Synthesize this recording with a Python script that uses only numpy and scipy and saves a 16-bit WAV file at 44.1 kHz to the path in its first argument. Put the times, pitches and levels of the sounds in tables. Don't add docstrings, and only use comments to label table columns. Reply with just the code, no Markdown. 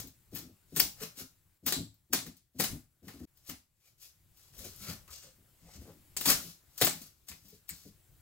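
import sys
import numpy as np
from scipy import signal
from scipy.fft import rfft, irfft, next_fast_len
from scipy.io import wavfile
from scipy.ndimage import uniform_filter1d

SR = 44100
rng = np.random.default_rng(int(sys.argv[2]) if len(sys.argv) > 2 else 0)


def unload_wav(signal):
    wavfile.write(
        sys.argv[1],
        SR,
        np.round(np.clip(np.atleast_2d(signal).T, -1, 1) * 32767).astype(np.int16),
    )


def level_to_linear(level):
    exponent = np.asarray(level, float) / 20
    return 10 ** exponent


N = 362061


def evened(x):
    return x / np.sqrt(np.mean(x ** 2) + 1e-20)


def read(points, hz):
    f, value = np.transpose(points)
    return np.interp(np.log(hz + 1), np.log(f + 1), value)


def add(mix, s, sound):
    part = mix[..., round(s * SR):][..., :sound.shape[-1]]
    part += sound[..., :part.shape[-1]]


def resonate(x, hz, width):
    r = np.exp(-np.pi * width / SR)
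    if np.ndim(hz) == 0:
        return 2 * signal.lfilter([1 - r], [1, -r * np.exp(2j * np.pi * hz / SR)], x).real
    turn = np.exp(2j * np.pi * np.cumsum(hz) / SR)
    return 2 * (turn * signal.lfilter([1 - r], [1, -r], x / turn)).real


def resonate_twice(x, hz, width):
    return resonate(resonate(x, hz, width), hz, width)


def click(points, split_hz):
    hz = abs(np.fft.fftfreq(2048, 1 / SR))
    low, high = (1 / (1 + (hz / edge) ** 8) for edge in split_hz)
    bands = np.sqrt([low, high * (1 - low), 1 - high])
    bass_cut = hz ** 2 / (hz ** 2 + 90.0 ** 2)
    logs = np.log(level_to_linear(read(points, hz)) * bass_cut * bands + 1e-5)
    minimum_phase = -signal.hilbert(logs).imag
    parts = np.fft.ifft(np.exp(logs + 1j * minimum_phase)).real[:, :1024]
    return parts / np.linalg.norm(parts, axis=1, keepdims=True)


def grit(count, per_s, spread_db):
    there, sign, size = rng.random((count, 3)).T
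    return (there < per_s / SR) * np.sign(sign - .5) * level_to_linear(spread_db * np.minimum(-np.log(size + 1e-9), 4))


def air():
    # time_s, level_db
    air_levels = [(0.0, -52), (0.13, -69.5), (0.78, -69.5), (1.05, -65), (1.3, -71.5), (2.58, -81.5),
                  (2.72, -49.5), (2.88, -77), (3.41, -73.5), (3.66, -81.5), (4.78, -62.5), (5.4, -68.5),
                  (6.2, -64.5), (6.35, -50), (6.54, -70), (6.93, -65.5), (7.11, -72), (8.21, -68)]
    # freq_hz, density_db
    hiss = [(120, -31.5), (200, -8), (340, -3), (448, -12), (538, -9), (883, -13), (1500, -13), (6400, -16),
            (7680, -10), (8270, -14.5), (16000, -10)]
    # freq_hz, density_db
    rumble = [(12, -33.5), (20, -7.5), (49, -3.5), (102, 0.5), (175, -11.5), (214, -39.5), (252, -22.5),
              (400, -29), (520, -56.5), (880, -120)]
    frames, hz = N // 256 + 5, np.fft.rfftfreq(1024, 1 / SR)
    s, hiss_db = np.transpose(air_levels)
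    rumble_db = -70.5 + 0.94 * (hiss_db + 70)
    out = 0
    for shape, db, same, patchy_db in ((hiss, hiss_db, .45, 1.5), (rumble, rumble_db, .85, 3.0)):
        a, b, c, d, patches = rng.standard_normal((frames, 513, 5)).T
        patches = evened(uniform_filter1d(uniform_filter1d(patches, 10, 0), 12, 1))
        left, other = a + 1j * b, c + 1j * d
        z = np.array([level_to_linear(3.0) * left, same * left + np.sqrt(1 - same ** 2) * other])
        z *= level_to_linear(read(shape, hz)[:, None] + patchy_db * np.clip(patches, -2, 2))
        x = evened(signal.istft(z, nperseg=1024, noverlap=768)[1][:, :N])
        out = out + x * level_to_linear(np.interp(np.arange(N) / SR, s, db) + 1.0)
    return out


def rubs():
    # peak_s, peak_db, swell_s, fade_s, body_rel_db
    strokes = [(0.0, -39.5, 0.01, 0.037, -11.5), (0.361, -44, 0.046, 0.097, -8),
               (1.031, -42.5, 0.067, 0.065, -4.5), (1.206, -42, 0.053, 0.032, -11),
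               (3.872, -64.5, 0.12, 0.087, -11), (4.036, -47.5, 0.057, 0.083, -19),
               (4.896, -42, 0.094, 0.088, -4.5), (6.302, -21, 0.071, 0.036, -11),
               (1.676, -31.5, 0.014, 0.07, -10), (4.822, -50, 0.05, 0.06, -18),
               (4.652, -47, 0.025, 0.05, -12), (7.452, -67, 0.008, 0.12, -16),
               (1.185, -52, 0.03, 0.04, -16), (1.02, -49, 0.035, 0.04, -14), (6.278, -30, 0.02, 0.03, -12),
               (4.592, -50, 0.02, 0.05, -18), (2.62, -36, 0.02, 0.09, -12), (0.365, -50, 0.02, 0.06, -30),
               (7.288, -47, 0.019, 0.1, -11), (7.544, -62, 0.46, 0.067, -16)]
    # peak_s, peak_db, swell_s, fade_s, body_rel_db
    gloves = [
        (5.132, -46, 0.05, 0.16, -15),
        (5.235, -58.5, 0.03, 0.14, -6.5),
        (5.76, -54.5, 0.19, 0.021, -8),
    ]
    # start_s, length_s, level_db, body_rel_db
    drags = [
        (3.08, 0.23, -61.5, -5.5),
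        (4.396, 0.11, -62.5, -13.5),
        (4.582, 0.33, -55, -12.5),
        (5.815, 0.11, -62.5, -7.5),
        (6.422, 0.092, -48, -14.5),
        (6.927, 0.14, -53.5, -12),
        (7.73, 0.15, -56.5, -14.5),
    ]
    # break_s, level_db, strain_length_s
    strains = [
        (0.772, -30.5, 0.095),
        (1.663, -34.5, 0.032),
        (2.13, -34, 0.028),
        (2.596, -34, 0.062),
        (3.5, -43, 0.24),
        (6.814, -36, 0.19),
        (7.688, -53, 0.064),
    ]
    steel_top_db, glove_top_db = 2, -1.5
    give = 0.26
    out = []
    for rows, top_db in ((strokes, steel_top_db), (gloves, glove_top_db)):
        for s, db, swell, fade, body_db in rows:
            out.append(([s - swell, s, s + fade], [db - 25.0, db, db - 25.0], body_db, top_db))
    for s, length, db, body_db in drags:
        times = [s - 0.051, s, s + length, s + length + 0.1]
        out.append((times, db + np.array([-12, 0, -6, -39]), body_db, steel_top_db))
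    for s, db, length in strains:
        times = [s - length, s - give * length, s]
        out.append((times, db + np.array([-48, -29, 0]), -12, steel_top_db))
    return out


def scrapes():
    # freq_hz, density_db
    rub_tone = [(240, -21.5), (450, -7), (620, -6), (920, -12.5), (1300, -6), (1600, -9.5), (2290, -9),
                (3000, -6.5), (4440, 0), (7600, 2.5), (9000, 3), (16000, -10)]
    train = np.zeros((3, N))
    catch = evened(uniform_filter1d(rng.standard_normal(N), 300))
    slips = evened(grit(N, 12000, 2.8) * level_to_linear(1.9 * catch))
    for s, db, body_db, top_db in rubs():
        start = max(s[0], 0)
        t = np.arange(start, s[-1], 1 / SR)
        add(train, start, level_to_linear(np.interp(t, s, db) - 4.0) * level_to_linear([[body_db], [2.2], [top_db]]))
    return signal.oaconvolve(train * slips, click(rub_tone, (2500, 10000)), axes=1)[:, :N].sum(0)


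def pushes():
    # start_s, peak_db
    slaps = [(0.041, -42.5), (0.325, -36), (0.442, -46), (0.814, -37.5), (1.202, -42.5), (1.766, -30),
             (2.1, -44), (2.259, -38.5), (2.549, -43), (2.729, -34.5), (3.026, -45), (3.141, -43),
             (3.206, -35.5), (3.489, -40)]
    # start_s, peak_db, panel_pitch_hz, shaking_length_s
    knocks = [(0.372, -41, 280, 0.017), (0.415, -44, 277, 0.02), (0.485, -48, 101, 0.017),
              (0.854, -44, 160, 0.015), (2.211, -44.5, 249, 0.03), (2.688, -44, 200, 0.022),
              (3.165, -50, 276, 0.016), (6.375, -45.5, 100.5, 0.025), (6.95, -44, 177, 0.014),
              (0.727, -37, 125, 0.011), (0.766, -31, 299, 0.02), (1.201, -47, 400, 0.0093),
              (1.014, -35, 432, 0.016), (1.631, -43, 92, 0.031), (1.665, -29.5, 233, 0.012),
              (1.714, -37.5, 326, 0.019), (1.787, -30, 111, 0.023), (2.133, -27.5, 265, 0.016),
              (2.595, -26.5, 235, 0.017), (2.641, -43, 206, 0.049), (3.071, -40.5, 112, 0.014),
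              (6.184, -43, 326, 0.023), (6.262, -26.5, 170, 0.031), (6.301, -33, 304, 0.0073),
              (6.818, -26.5, 480, 0.0034), (6.855, -28, 287, 0.0085), (6.863, -35.5, 221, 0.025),
              (7.012, -43, 223.5, 0.015), (7.522, -47, 423, 0.018), (7.855, -45.5, 194, 0.014),
              (7.858, -47.5, 431, 0.015)]
    # start_s, peak_db, panel_pitch_hz, floor_boom_rel_db (under 90 Hz)
    leans = [(4.581, -45, 91.5, 0), (4.635, -42.5, 364, -11), (4.8, -46, 177, -13),
             (4.875, -31.5, 118.4, -17), (5.074, -62.5, 92, 12), (5.241, -53.5, 523, -16),
             (5.383, -54, 93.7, -38), (5.623, -53, 164, -5), (5.767, -41, 104, 0.5),
             (5.819, -47.5, 105, -14), (5.876, -46, 105, -16), (6.442, -44.5, 170, -15.5),
             (7.298, -49.5, 168.3, -0.5), (7.445, -53.5, 192.3, -22), (7.701, -47.5, 169, -5),
             (5.941, -54.5, 219, -18)]
    out = []
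    for s, db, hz, length in knocks:
        boom_db = min(-61 - db, -16)
        out.append((s, db, hz, length, boom_db, 2.5))
    for s, db in slaps:
        out.append((s, db, 241, 0.023, -10, 1.5))
    for s, db, hz, boom_db in leans:
        out.append((s, db, hz, 0.028, boom_db, 8))
    return sorted(out)


def thuds():
    # pitch_hz, width_hz, gain_db
    wall_modes = [(108.5, 14, -5.5), (166, 51, 1.5), (200.1, 36, 0.5), (256.4, 57, 1), (319, 27, -7.5),
                  (580, 71, -17.5), (647, 54, -17.5)]
    feeds, t = np.zeros((3, N)), np.arange(9000) / SR
    rows = pushes()
    shakes = rng.standard_normal((len(rows), 9000))
    wall_band = signal.butter(3, [70, 600], "band", fs=SR, output="sos")
    for k, ((s, db, hz, length, boom_db, panel_db), shake) in enumerate(zip(rows, shakes)):
        u = t / max(length, 1e-3)
        push = shake * (1 - np.exp(-1.8 * u)) * np.exp(-u)
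        wall = sum(level_to_linear(gain_db) * resonate_twice(push, f, width) for f, width, gain_db in wall_modes)
        panel = level_to_linear(panel_db) * resonate(push, hz, 30)
        ring = signal.sosfilt(wall_band, wall + panel)
        boom = resonate_twice(push, 68, 42)
        thud = ring / abs(ring).max() + level_to_linear(boom_db) * boom / abs(boom).max()
        add(feeds[k % 3], s - .006, level_to_linear(db - 3.5) * thud)
    return feeds


def snaps():
    # start_s, snap_peak_db, body_rel_db (under 2.5 kHz), splinter_top_rel_db (over 11.8 kHz)
    taps = [(0.0726, -47.5, -28, 11), (0.3586, -45, 1, 16), (1.943, -66, -27.5, 16),
            (2.3682, -53, -24.5, 6), (3.0815, -41, 0, 1.5), (3.3725, -57.5, -26.5, 10),
            (4.5381, -58, -2.5, -2.0), (5.0788, -50, -3, -6), (6.1668, -28.5, -13.5, 1),
            (6.7787, -33, -19, 5), (7.0167, -41, -34.5, -1), (7.2852, -42, -16.5, 6),
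            (7.4842, -56, -15, 15), (7.6914, -36, -19.5, 14)]
    ticks = [(0.3499, -47, -8, 18), (0.3513, -44, -15, 15), (0.39, -51, -6, 18.5), (0.7635, -27, -16, 8.5),
             (0.8035, -23.5, -16, 3.5), (0.8058, -23, -16.5, -5), (0.8082, -25, -13.5, -3),
             (1.6645, -25, -8.5, 12), (2.5987, -25.5, -6, 4.5), (2.641, -29, -12, 4),
             (3.5026, -41.5, -7, 3.5), (6.1715, -30, -15.5, -2), (6.2059, -34, -13, 10),
             (6.2116, -27, -16, 6), (6.2149, -30.5, -9, 1), (6.7805, -34.5, -9, -1.5),
             (6.7865, -39.5, -18.5, -2), (6.8061, -38.5, -15.5, 3.5), (6.8781, -23, -14, 0),
             (7.0715, -54, -27, 12), (7.2874, -41.5, -13, 3.5), (7.3174, -39, -1, 4), (7.448, -62, -20, 10),
             (7.5036, -62, -18, 10), (7.6978, -38, -18, -2)]
    bites = [(0.7628, -33.5, -10, 11), (1.0146, -50, -10.5, -9), (1.171, -52, -16, -4),
             (1.6633, -32, -9.5, 9), (2.13, -27.5, -6.5, -4), (2.5978, -27.5, -9, 2),
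             (3.4944, -42.5, -6.5, 9), (4.3703, -64, -31, 10.5), (4.582, -52, -32, 11.5),
             (4.6413, -52, -15, -2), (4.8162, -56, -31, -7), (5.105, -51, -12, -5), (6.2093, -36.5, -15, 6),
             (2.264, -48.5, -8, 3), (6.2555, -25.5, -10, -1)]
    splits = [(0.7782, -24, -15.5, 0), (1.6722, -28, -20.5, -33), (1.6781, -27, -8.5, 11.5),
              (1.727, -28, -15, 5), (2.1464, -29.5, -2.5, 8.5), (2.6053, -21, -12.5, -12),
              (2.639, -18.5, -9.5, 1.5), (6.1698, -26, -25, -4), (6.2763, -21, -15.5, -3),
              (6.293, -27, -13, 8), (6.3038, -14, -7, 0.5), (6.3194, -21, -7.5, 8), (6.814, -12.5, -9, -2),
              (6.8186, -15, -3.5, 0), (6.8509, -20.5, -14.5, 11.5), (6.8699, -20, -5.5, 2.5)]
    breaks = [
        (0.7977, -18.5, -14.5, 10),
        (0.7999, -11.5, -14.5, 0),
        (0.8016, -11, -15, 10),
        (1.724, -14.5, -7, 3),
        (2.1343, -13, -17, 6),
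        (6.8483, -17.5, -17.5, 12),
    ]
    kinds = (breaks, -14.5), (splits, -6.5), (taps, -4.5), (bites, 2.5), (ticks, -21)
    return [(*row, tear_db) for rows, tear_db in kinds for row in rows]


def cracks():
    # freq_hz, density_db
    snap_tone = [(240, -13.5), (400, -7.5), (562, -12), (719, -9.5), (994, -11.5), (2150, -8.5), (2930, -8),
                 (4110, -2), (5690, -1.5), (7630, -1.5), (8630, -4), (11500, 2.5), (15000, 6.5),
                 (16000, -2.5)]
    trains, t = np.zeros((3, 3, N)), np.arange(5000) / SR
    rows = snaps()
    slips = evened(grit(len(rows) * 5000, 7000, 3.0)).reshape(-1, 5000)
    dealt = rng.integers(0, 3, slips.shape)[:, None] == np.arange(3)[:, None]
    bursts = rng.standard_normal(slips.shape) * np.exp(-t / 0.00022)
    bursts /= np.linalg.norm(np.diff(bursts), axis=1, keepdims=True) / np.sqrt(2)
    rise = 1 - np.exp(-t / 0.0011)
    for (s, db, body_db, top_db, tear_db), slip, deal, burst in zip(rows, slips, dealt, bursts):
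        length = 0.0087 * level_to_linear(0.42 * (tear_db + 7.0))
        swarm_gain = level_to_linear(tear_db - 9.0 + np.array([[body_db], [0], [0.3 * top_db]]))
        swarm = swarm_gain * slip * np.exp(-t / length) * rise
        snap = level_to_linear([[body_db + 0.5], [1.5], [top_db - 2]]) * burst
        add(trains, s - .0002, level_to_linear(db + 8.0) * deal[:, None] * (swarm + snap))
    return signal.oaconvolve(trains, click(snap_tone, (2500, 11800))[None], axes=2)[..., :N]


def narrow_bands(rows):
    out, t = np.zeros(N), np.arange(9000) / SR
    drift = evened(uniform_filter1d(rng.standard_normal((len(rows), 9000)), 700))
    all_slips = grit(len(rows) * 9000, 2500, 4.5).reshape(-1, 9000)
    for (peak, db, hz, width, swell, fade), slips, wander in zip(rows, all_slips, drift):
        level = level_to_linear(db + np.interp(t, [0, swell, swell + fade], [-18.5, 0, -25], right=-99))
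        pitch = hz * (1 + 0.02 * wander)
        add(out, peak - swell, level * evened(resonate_twice(slips, pitch, width)))
    return out


def struck(rows):
    rise_s = 0.0037
    return narrow_bands([(*row[:4], rise_s, row[4]) for row in rows])


def pings():
    # start_s, level_db, pitch_hz, width_hz, fade_s
    spots = [(0.352, -46, 15000, 1200, 0.08), (0.8, -30, 14800, 1400, 0.012), (1.02, -49, 8500, 1500, 0.03),
             (2.134, -33, 1500, 500, 0.02), (2.19, -50, 1800, 1500, 0.08), (2.6, -33, 430, 200, 0.04),
             (4.655, -57, 600, 200, 0.03), (4.91, -56, 1700, 800, 0.03), (5.079, -61, 6300, 800, 0.008),
             (5.107, -56, 7600, 500, 0.006), (5.13, -55, 7500, 500, 0.006), (1.175, -54, 230, 120, 0.04),
             (5.752, -49, 100, 80, 0.05), (5.815, -52, 200, 120, 0.04), (6.815, -31, 2000, 700, 0.012),
             (6.822, -31.5, 750, 150, 0.02), (6.815, -32, 120, 70, 0.05), (6.872, -35, 700, 200, 0.025),
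             (7.315, -59, 900, 500, 0.03), (7.502, -63, 14800, 800, 0.03), (7.693, -46, 11500, 2500, 0.03),
             (6.816, -29, 400, 150, 0.035), (0.8, -30, 2100, 500, 0.016), (5.86, -58, 300, 200, 0.08),
             (7.695, -57, 2200, 400, 0.05), (4.76, -58, 12000, 5000, 0.08)]
    return struck(spots)


def rings():
    # start_s, level_db, pitch_hz, width_hz, fade_s
    struck_spots = [(0.77, -37.5, 8200, 1400, 0.045), (0.8, -27, 2600, 600, 0.008),
                    (0.803, -27, 5130, 1000, 0.026), (6.17, -34, 7400, 1200, 0.015),
                    (6.82, -32, 720, 150, 0.04), (6.818, -37.5, 397, 200, 0.06),
                    (6.82, -29, 4030, 900, 0.04), (6.855, -31, 7700, 1800, 0.083),
                    (7.288, -53, 7600, 1500, 0.06), (7.29, -59, 2020, 1300, 0.028),
                    (7.695, -57, 1960, 1200, 0.095), (7.7, -56.5, 4330, 600, 0.1),
                    (7.694, -47.5, 7660, 1600, 0.073)]
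    return struck(struck_spots)


def bar():
    # pitch_hz, width_hz, gain_db
    steel_bands = [(2380, 230, -33), (4000, 1400, 2), (7580, 650, 2)]
    # start_s, level_db, t60_s
    buzzes = [
        (1.723, -35.5, 0.23),
        (2.139, -40.5, 0.27),
        (6.868, -57, 0.14),
        (7.691, -68.5, 0.094),
    ]
    t, chatter = np.arange(N) / SR, rng.standard_normal(N)
    level = sum(level_to_linear(db - 60 * abs(t - s) / t60) * (t > s) for s, db, t60 in buzzes)
    buzz = sum(level_to_linear(db) * resonate_twice(chatter, hz, width) for hz, width, db in steel_bands)
    return level * evened(buzz)


def creaks():
    # peak_s, level_db, pitch_hz, width_hz, swell_s
    groans = [(4.66, -62, 2450, 700, 0.051), (4.644, -59.5, 520, 248, 0.092),
              (4.891, -54.5, 1367, 90, 0.09), (4.903, -56, 2290, 220, 0.094),
              (4.903, -49.5, 4400, 800, 0.084), (5.101, -62.5, 1190, 300, 0.03),
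              (5.261, -72, 550, 180, 0.057), (5.69, -64, 592.6, 380, 0.058), (5.71, -73, 2100, 200, 0.1),
              (6.4, -60, 1350, 350, 0.054), (5.829, -62.5, 327, 200, 0.052), (5.902, -58, 500, 400, 0.07),
              (5.898, -72.5, 1210, 600, 0.086), (6.285, -34.5, 4940, 650, 0.02),
              (6.29, -38.5, 1230, 200, 0.026), (6.302, -39, 7600, 900, 0.048),
              (7.322, -56, 2200, 900, 0.017), (3.876, -76, 2368, 250, 0.065),
              (4.05, -70, 2500, 231.5, 0.042)]
    fade_s = 0.053
    return narrow_bands([(*row, fade_s) for row in groans])


def room(feeds, fade):
    # freq_hz, t60_s
    decay = [(100, 0.4), (260, 0.16), (700, 0.28), (1840, 0.25), (4850, 0.28), (12800, 0.28)]
    taps = np.zeros((6, SR // 2))
    at = np.arange(120, SR // 2 - 12, 12)
    at = at + rng.integers(0, 12, (6, len(at)))
    np.put_along_axis(taps, at, rng.choice([-1., 1.], at.shape), 1)
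    taps[3:] += 0.06 * np.roll(taps[:3], 1, axis=1)
    hz, t, z = signal.stft(taps, SR, nperseg=256)
    near = np.clip(1 - hz / 600, 0, 1)[:, None]
    z[3:] = near * z[:3] + (1 - near) * z[3:]
    tails = signal.istft(z * level_to_linear(-60 * t / read(decay, hz)[:, None]), SR, nperseg=256)[1]
    tails /= np.linalg.norm(tails, axis=1, keepdims=True)
    early = fade > 0
    wet = [signal.oaconvolve(np.tile(feeds * part, (2, 1)), tails, axes=1)[:, :N] for part in (early, ~early)]
    return (wet[0] * fade + wet[1]).reshape(2, 3, N).sum(1) * level_to_linear([[1.2], [-1.2]])


def direct(x):
    # freq_hz, left_minus_right_db
    left_lead = [(300, 3.3), (2000, 4), (8000, 5), (14000, 15)]
    # freq_hz, lead_radians
    left_phase = [(300, 0.13), (1200, 0.6), (3100, 1.6), (5800, 2.3), (7000, 0.2), (14000, 0),
                  (16000, -0.8)]
    size = next_fast_len(N)
    hz = np.fft.rfftfreq(size, 1 / SR)
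    lead = read(left_lead, hz) / 2
    ears = np.array([level_to_linear(lead), level_to_linear(-lead) * np.exp(-1j * read(left_phase, hz))])
    return irfft(rfft(x, size) * ears, size)[:, :N]


def scene():
    t = np.arange(N) / SR
    cut_s, resume_s = 3.255, 3.273
    fade = np.clip((cut_s - t) / 0.0028, 0, 1)
    kept = fade + (t > resume_s + .08)
    snap, thud, rub = cracks() * kept, thuds() * kept, (scrapes() + bar()) * kept
    creak = (creaks() + rings()) * kept
    beamed = level_to_linear([[0.0], [0.5], [-4.0]])
    feeds = (beamed * snap).sum(1) + level_to_linear(-9.5) * thud
    feeds[0] += rub + level_to_linear(-7.0) * creak
    gap = np.maximum(fade + (t > resume_s), level_to_linear(-12))
    gap *= level_to_linear(-4 * ((t > 1.578) & (t < 1.64)))
    around = room(feeds, fade) + gap * air()
    near = snap.sum((0, 1)) + thud.sum(0) + rub + level_to_linear(2.0) * creak + pings()
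    return direct(near) + around


def roll_off(x):
    return signal.sosfilt(signal.butter(12, 16810, fs=SR, output="sos"), x)


def record(dry):
    edge_hz, spill = 15800, level_to_linear(-40)
    corners_hz = [0, edge_hz, edge_hz + 150, edge_hz + 850, edge_hz + 950, SR / 2]
    edge = signal.firwin2(801, corners_hz, [1, 1, spill, spill, 0, 0], fs=SR)
    rounded = 0.97 * np.tanh(dry / 0.93)
    return roll_off(signal.oaconvolve(rounded, edge[None], "same"))


dry = scene()
out = record(dry)
unload_wav(out)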